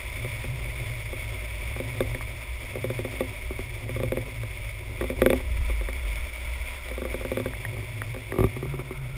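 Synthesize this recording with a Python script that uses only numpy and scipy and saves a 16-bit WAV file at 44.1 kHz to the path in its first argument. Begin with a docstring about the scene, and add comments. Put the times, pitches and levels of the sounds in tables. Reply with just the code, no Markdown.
"""Hard wheels of a drift trike drone down an asphalt road: a fuzzy band that rises in pitch as it swells.
They shudder the pole behind the seat and rattle the mount of its cased camera; sleeves scrape in two bends.
Bumps strike the modes of mount, case, frame and a loose fitting; specks of grit hit the case.
Turbulent air hisses as fluttering noise in the case resonances.
A sample-and-hold at 12 kHz mirrors it all into a glassy treble."""
import sys
import numpy as np
from scipy import signal
from scipy.fft import rfft, irfft, next_fast_len
from scipy.io import wavfile
from scipy.ndimage import map_coordinates

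SR = 44100
rng = np.random.default_rng(int(sys.argv[2]) if len(sys.argv) > 2 else 0)


def store_pcm(level_fs):
    """Save levels as 16-bit WAV."""
    pcm = np.round(np.clip(level_fs, -1, 1) * 32767).astype(np.int16)
    wavfile.write(sys.argv[1], SR, np.atleast_2d(pcm).T)


N = 404376
TIME_S = np.arange(N) / SR
GRID_HZ = np.fft.rfftfreq(16384, 1 / SR)

# wheel drone: time_s, level_db
DRONE_LEVEL = [(0, -50.5), (.27, -34.5), (.88, -34.5), (1.12, -41), (1.55, -42), (2.05, -34), (2.55, -48),
               (2.8, -34.5), (3.55, -43), (4.08, -33), (4.4, -40.5), (5.05, -44), (5.3, -34.5),
               (5.55, -50.5), (6.85, -54), (7.55, -36), (8.6, -36.5), (9.17, -40)]
# slow level of the pole shudder: time_s, level_db
SHUDDER_LEVEL = [(0, -38), (1.6, -35.5), (3, -39), (3.7, -36), (4.6, -38.5), (5.2, -33), (5.6, -26.5),
                 (6.4, -34), (7.1, -36), (8.1, -44.5), (9.17, -38.5)]
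# air hiss before its common gain: time_s, level_db
AIR_LEVEL = [(0.0, -41.5), (1.86, -41.5), (2.14, -43), (3.27, -42.5), (3.42, -43.5), (4.9, -44.5),
             (6.51, -41.5), (7.66, -44.5), (8.3, -45), (9.17, -49)]
# bends, with scrape of the sleeves and rise of the drone: start_s, end_s, scrape_db, rise_hz
BENDS = [(5.554, 7.35, -57.5, 1.97), (8.601, 9.25, -54, 22)]
# mount knocks on bumps, before part gains: start_s, level_db
KNOCKS = [(0.246, -30), (0.441, -32.5), (1.129, -30.5), (1.762, -32), (1.8, -24), (2.005, -16),
          (2.147, -30), (2.755, -25.5), (2.842, -20.5), (2.901, -23), (2.99, -24.5), (3.048, -25),
          (3.206, -18), (3.892, -28.5), (3.962, -26.5), (4.0, -24.5), (4.033, -20.5), (4.12, -19),
          (4.171, -21), (4.433, -33.5), (5.009, -24.5), (5.04, -25), (5.1, -22), (5.218, -10.5),
          (5.261, -10), (5.302, -13.5), (5.33, -14.5), (5.402, -34.5), (5.697, -30), (5.81, -31.5),
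          (5.886, -31), (6.912, -31), (6.978, -27.5), (7.018, -25.5), (7.051, -24.5), (7.142, -23.5),
          (7.21, -30.5), (7.249, -25), (7.316, -21), (7.371, -19.5), (7.399, -22.5), (7.458, -22),
          (8.144, -34), (8.163, -32.5)]
# jolts through the steel frame, before part gains: start_s, level_db
THUMPS = [(3.507, -25.5), (3.591, -25.5), (4.28, -37.5), (5.013, -27), (5.025, -23), (7.768, -36),
          (7.826, -37), (8.322, -22), (8.340, -25), (8.36, -24), (8.386, -13), (8.405, -13.5), (8.429, -21),
          (8.441, -11.5), (8.467, -32), (8.565, -27), (8.627, -24), (8.655, -29), (8.739, -26.5),
          (8.792, -27.5), (8.908, -26)]
# ticks of a loose fitting, before gain: start_s, level_db
TICKS = [(2.147, -32.5), (2.208, -32.5), (5.01, -30), (5.885, -34), (7.534, -33.5), (7.649, -27.5),
         (8.017, -24.5), (8.32, -29.5)]
# grit flung against the case, before gain: start_s, level_db
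SPECKS = [(5.568, -36), (5.930, -32), (6.157, -33), (6.886, -31)]

# low modes of pole and mount: centre_hz, width_hz, gain_db
MOUNT_MODES = [(264, 63, -11), (259.1, 13, 1), (349.3, 28, -2.5), (373, 25, 0), (439, 20, -4.5),
               (516.8, 18, 3), (540, 32.5, -1.5), (592, 13, -6.5)]
# modes of the steel frame: centre_hz, width_hz, gain_db
FRAME_MODES = [(55, 16, -0.5), (104.6, 13, 4), (147, 23, -6.5), (246, 15, -6), (377, 27, 5.5),
               (458, 53, -10), (518, 38, -3.5), (1166, 71, -12), (1900, 150, -27), (2240, 280, -37)]
# modes of the loose fitting: centre_hz, width_hz, gain_db
FITTING_MODES = [(531.7, 670, -13.5), (1160, 120, -5), (1640, 110, -4), (1884, 100, 3.5), (3480, 400, -26)]
# air resonances in the camera case: centre_hz, width_hz, gain_db
CASE_MODES = [(608, 62, -4), (978, 95, -10), (1280, 170, -16), (2221, 246, -1.5), (2700, 300, -35),
              (3424, 157, -16), (4560, 1400, -23)]
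# clack of the plastic case in its mount: centre_hz, width_hz, gain_db
CLACK_MODES = [(826, 60, -3.5), (1162, 46, 1), (1570, 180, -1), (1915, 63, 0.5), (2284, 210, 4.5),
               (3540, 280, -2.5)]
# modes of the plastic sleeves: centre_hz, width_hz, gain_db
SLEEVE_MODES = [(950, 150, 2), (1110, 120, -21), (1380, 110, 6)]

# shudder spectrum: freq_hz, gain_db (per Hz)
SHUDDER_COLOUR = [(12, -23), (26, -8.5), (42, -7), (53, 0), (61, 1), (74, -11.5), (100, -22.5), (400, -49),
                  (1000, -120)]
# force of the asphalt grit: freq_hz, gain_db
ROAD_COLOUR = [(100, 18), (250, -2), (300, -6.5), (370, -2), (520, -9), (700, 2.5), (1250, -3), (1700, -2),
               (4000, -1)]
# tint of the case hiss: freq_hz, gain_db
CASE_COLOUR = [(200, 11.5), (500, -0.5), (780, -6), (1000, -1), (1650, -4), (2200, 0.5), (3000, -2),
               (3550, 3), (4000, -7), (5500, -1)]
# tint of the mount thud: freq_hz, gain_db
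MOUNT_COLOUR = [(60, 4), (200, 6), (262, 1.5), (300, -23.5), (340, 0.5), (600, -0.5), (760, -6.5),
                (1500, -4), (4000, -36)]
# tint of clacks and ticks: freq_hz, gain_db
CLACK_COLOUR = [(200, 8), (800, 10), (2550, 0), (2950, -5.5), (3500, 1), (4300, -10), (6000, -8)]
# tint of the frame jolt above its boom: freq_hz, gain_db
FRAME_COLOUR = [(230, 9), (500, -2.5), (750, 2), (1200, 3), (1500, -8), (2300, 4), (4000, -16)]
# tints of sleeve scrape and speck: freq_hz, gain_db
SLEEVE_COLOUR = [(300, -12), (900, 2), (1400, 2), (2000, 0), (4000, -30)]
SPECK_COLOUR = [(1000, -14), (2300, -9), (5000, -6)]

HOLD_HZ, HOLD_INPUT_HZ, TOP_HZ = 12000, 5750, 15400
SWAY_HZ, SWAY_PEAK_S, SWAY_DB = 2.0, .13, 2  # shudder swells once per swing of the pole
DRONE_HZ, LOUD_RISE_HZ, LOUD_DB = 98.8, 17, -34.5  # pitch when faint; its rise at drone level LOUD_DB
BEND_EASE_S = 0.14  # time to lean in or out
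GRIT_DB, GRIT_DB_PER_DB = -48.5, 0.31  # rattle on smooth asphalt at LOUD_DB; growth with the drone
PATCH_DB, PATCH_S, PATCH_DB_PER_DB = -39, 0.25, 0.65  # rattle near a 0 dB bump; length; growth with bump
CLACK_DB, CLACK_PLAY_DB = -3, -30  # clack re knock; loose-case clack on any knock
CLACK_HARD_DB, CLACK_DB_PER_DB = -20.5, 0.37  # harder blows drive the case into its stop; extra clack
BOOM_DB, BOOM_DB_PER_DB = 24.5, 1.36  # tint at 150 Hz for a 0 dB jolt; its growth with the jolt


def amp(db):
    """Decibels to gain."""
    return 10 ** (np.asarray(db) / 20)


def unit(x):
    """Scale to rms 1."""
    return x / np.sqrt(np.mean(x ** 2) + 1e-20)


def colour(points, hz):
    """Gain interpolated in dB on a log frequency axis."""
    freq_hz, gain_db = np.transpose(points)
    return amp(np.interp(np.log(hz + 1), np.log(freq_hz + 1), gain_db))


def curve(rows):
    """Level per sample from time_s, level_db rows."""
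    time_s, level_db = np.transpose(rows)
    return np.interp(TIME_S, time_s, level_db)


def wobble(rate_hz):
    """Smooth random curve through rate_hz knots a second."""
    knots = rng.standard_normal(int(N * rate_hz / SR) + 4)
    return map_coordinates(knots, [TIME_S * rate_hz])


def filtered(x, response):
    """Zero-phase filter by a gain function of frequency."""
    size = next_fast_len(len(x) + SR // 4)
    gain = response(np.fft.rfftfreq(size, 1 / SR))
    return irfft(rfft(x, size) * gain, size)[:len(x)]


def low_pass(x, edge_hz):
    """Very steep band limit."""
    return filtered(x, lambda hz: 1 / np.sqrt(1 + (hz / edge_hz) ** 90))


def resonances(modes, tint, vary_db):
    """Power sum of mode peaks under a broad tint; vary_db spreads the mode levels."""
    hz = GRID_HZ
    peaks = []
    for centre_hz, width_hz, gain_db in modes:
        gain = amp(gain_db + vary_db * rng.standard_normal())
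        peaks.append(gain * hz * width_hz / np.hypot(centre_hz ** 2 - hz ** 2, hz * width_hz))
    return np.linalg.norm(peaks, axis=0) * colour(tint, hz)


def ringing(x, modes, tint):
    """Steady excitation x through a set of modes, rms 1."""
    gain = resonances(modes, tint, 0)
    return unit(filtered(x, lambda hz: np.interp(hz, GRID_HZ, gain)))


def blow(modes, tint, vary_db, travel_s=0):
    """Causal ring of one blow, peak 1; as a bending wave, 500 Hz takes travel_s and lower parts longer."""
    # folded cepstrum gives minimum phase
    cepstrum = irfft(np.log(resonances(modes, tint, vary_db) + 1e-5))
    half = len(cepstrum) // 2
    cepstrum[1:half] *= 2
    cepstrum[half + 1:] = 0
    lag_rad = 4 * np.pi * travel_s * np.sqrt(500 * GRID_HZ)
    ring = irfft(np.exp(rfft(cepstrum) - 1j * lag_rad))
    return ring / np.abs(ring).max()


def scuffed(ring, contact_s, rough, size=1024):
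    """One main impact and a burst of tiny ones, strongest after contact_s, drive the ring; peak 1."""
    u = np.arange(size) / SR / contact_s
    burst = u * np.exp(-u) * rng.standard_normal(size)
    force = rough * burst / np.linalg.norm(burst)
    force[np.argmin(np.abs(u - 1))] += 1
    sound = signal.fftconvolve(ring, force)
    return sound / np.abs(sound).max()


def swinging(z):
    """Narrow-band vibration with its largest swings held back, rms 1."""
    power = np.abs(z) ** 2
    return unit(z.real / (power + np.mean(power)) ** .3)


def add(track, start_s, sound):
    """Mix a sound into the track at start_s."""
    part = track[max(0, round(start_s * SR)):][:len(sound)]
    part += sound[:len(part)]


def air():
    """Turbulent noise excites the case; eddies make all its resonances flutter together."""
    eddies = amp(0.74 * wobble(16) + 1.12 * wobble(60) + 0.96 * wobble(280))
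    hiss = ringing(eddies * rng.standard_normal(N), CASE_MODES, CASE_COLOUR)
    return amp(curve(AIR_LEVEL) + 2.5) * hiss


def specks():
    """Flung grit strikes the case resonances with short rough contacts."""
    track = np.zeros(N)
    for start_s, level_db in SPECKS:
        ring = blow(CASE_MODES, SPECK_COLOUR, vary_db=2)
        add(track, start_s, amp(level_db + 6.5) * scuffed(ring, contact_s=.0007, rough=1.7))
    return track


def ticks():
    """Bumps flick a loose fitting, which rings in its own modes."""
    track = np.zeros(N)
    for start_s, level_db in TICKS:
        ring = blow(FITTING_MODES, CLACK_COLOUR, vary_db=1.5, travel_s=.003)
        add(track, start_s - .001, amp(level_db + 7.0) * scuffed(ring, contact_s=.001, rough=.8))
    return track


def thumps():
    """Jolts ring the steel frame, with more boom when harder, and scuff the case."""
    track = np.zeros(N)
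    for start_s, level_db in THUMPS:
        boom_db = BOOM_DB + BOOM_DB_PER_DB * level_db
        jolt = blow(FRAME_MODES, [(150, boom_db), *FRAME_COLOUR], vary_db=1.2, travel_s=.0035)
        add(track, start_s - .002, amp(level_db + 2.0) * jolt)
        clack = scuffed(blow(CLACK_MODES, CLACK_COLOUR, vary_db=3), contact_s=.0016, rough=4.5)
        add(track, start_s, amp(level_db - 17.5) * clack)
    return track


def knocks():
    """Bumps knock the mount: the case clacks first, slower low bending waves thud after."""
    track = np.zeros(N)
    for start_s, level_db in KNOCKS:
        clack_db = level_db + CLACK_DB + CLACK_DB_PER_DB * max(0, level_db - CLACK_HARD_DB)
        clack_gain = np.hypot(amp(clack_db), amp(CLACK_PLAY_DB))
        clack = blow(CLACK_MODES, CLACK_COLOUR, vary_db=1.5, travel_s=.003)
        clack = scuffed(clack, contact_s=.0013, rough=.55)
        thud = blow(MOUNT_MODES, MOUNT_COLOUR, vary_db=1.4, travel_s=.0028)
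        add(track, start_s - .0017, clack_gain * clack)
        add(track, start_s - .0015, amp(level_db + 3.5) * thud)
    return track


def bends():
    """Scrape gain and drone rise in Hz, eased in and out of each bend."""
    start_s, end_s, scrape_db, rise_hz = np.transpose(BENDS)
    inside_s = np.minimum(TIME_S - start_s[:, None], end_s[:, None] - TIME_S)
    lean = np.clip(inside_s / BEND_EASE_S + .5, 0, 1)
    return amp(scrape_db) @ lean, rise_hz @ lean


def scrub():
    """In a bend the plastic sleeves slip sideways and scrape as uneven noise in their modes."""
    slips = amp(2.7 * wobble(45)) * rng.standard_normal(N)
    scrape_gain, _ = bends()
    return scrape_gain * ringing(slips, SLEEVE_MODES, SLEEVE_COLOUR)


def roughness(drone_db):
    """Rattle gain: grows with the drone; every bump lies in a patch of coarser asphalt."""
    patch_power = np.zeros(N)
    for start_s, level_db in KNOCKS + THUMPS:
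        shape = np.exp(-(2 * (TIME_S - start_s) / PATCH_S) ** 2)
        patch_power += amp(PATCH_DB_PER_DB * level_db) ** 2 * shape
    smooth = amp(GRIT_DB + GRIT_DB_PER_DB * (drone_db - LOUD_DB))
    return np.sqrt(smooth ** 2 + amp(PATCH_DB) ** 2 * patch_power)


def grit_rattle(drone_db):
    """Random grit impacts, about 600 a second, ring the mount."""
    hits = rng.random(N) < 600 / SR
    stones = hits * rng.standard_normal(N) * amp(2.5 * wobble(25))
    return roughness(drone_db) * ringing(stones, MOUNT_MODES, ROAD_COLOUR)


def pole_shudder():
    """Low noise of the shaken pole, swelling once per sway."""
    swell_db = SWAY_DB * np.cos(2 * np.pi * SWAY_HZ * (TIME_S - SWAY_PEAK_S))
    level_db = curve(SHUDDER_LEVEL) + swell_db + 1.34 * wobble(9)
    noise = filtered(rng.standard_normal(N), lambda hz: colour(SHUDDER_COLOUR, hz))
    return amp(level_db) * swinging(signal.hilbert(noise))


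def sleeve_drone(drone_db):
    """The road shakes the sleeves at random: a fuzzy band whose pitch rises with level and in bends."""
    _, bend_rise_hz = bends()
    pitch_hz = DRONE_HZ + LOUD_RISE_HZ * amp(drone_db - LOUD_DB) + bend_rise_hz
    phase = 2 * np.pi * np.cumsum(pitch_hz) / SR
    texture = wobble(30) + 1j * wobble(30) + .27 * (wobble(80) + 1j * wobble(80))
    return amp(drone_db + 2.0 * wobble(9)) * swinging(texture * np.exp(1j * phase))


def wheels():
    """Hard wheels on coarse asphalt drive the pole, the sleeves and the mount."""
    drone_db = curve(DRONE_LEVEL)
    return pole_shudder() + grit_rattle(drone_db) + sleeve_drone(drone_db)


def scene():
    """Sum of all sources at the one microphone inside the case."""
    bumps = specks() + ticks() + thumps() + knocks()
    return (air() + bumps + scrub() + wheels())[None]


def record(dry):
    """Coarse sampling with each value held, which mirrors the sound into a glassy treble."""
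    coarse = signal.resample_poly(low_pass(dry[0], HOLD_INPUT_HZ), HOLD_HZ, SR, window=("kaiser", 2))
    held = signal.resample_poly(np.repeat(coarse, 4), SR, 4 * HOLD_HZ)[:N]
    return low_pass(held, TOP_HZ)[None]


dry = scene()
out = record(dry)
store_pcm(out)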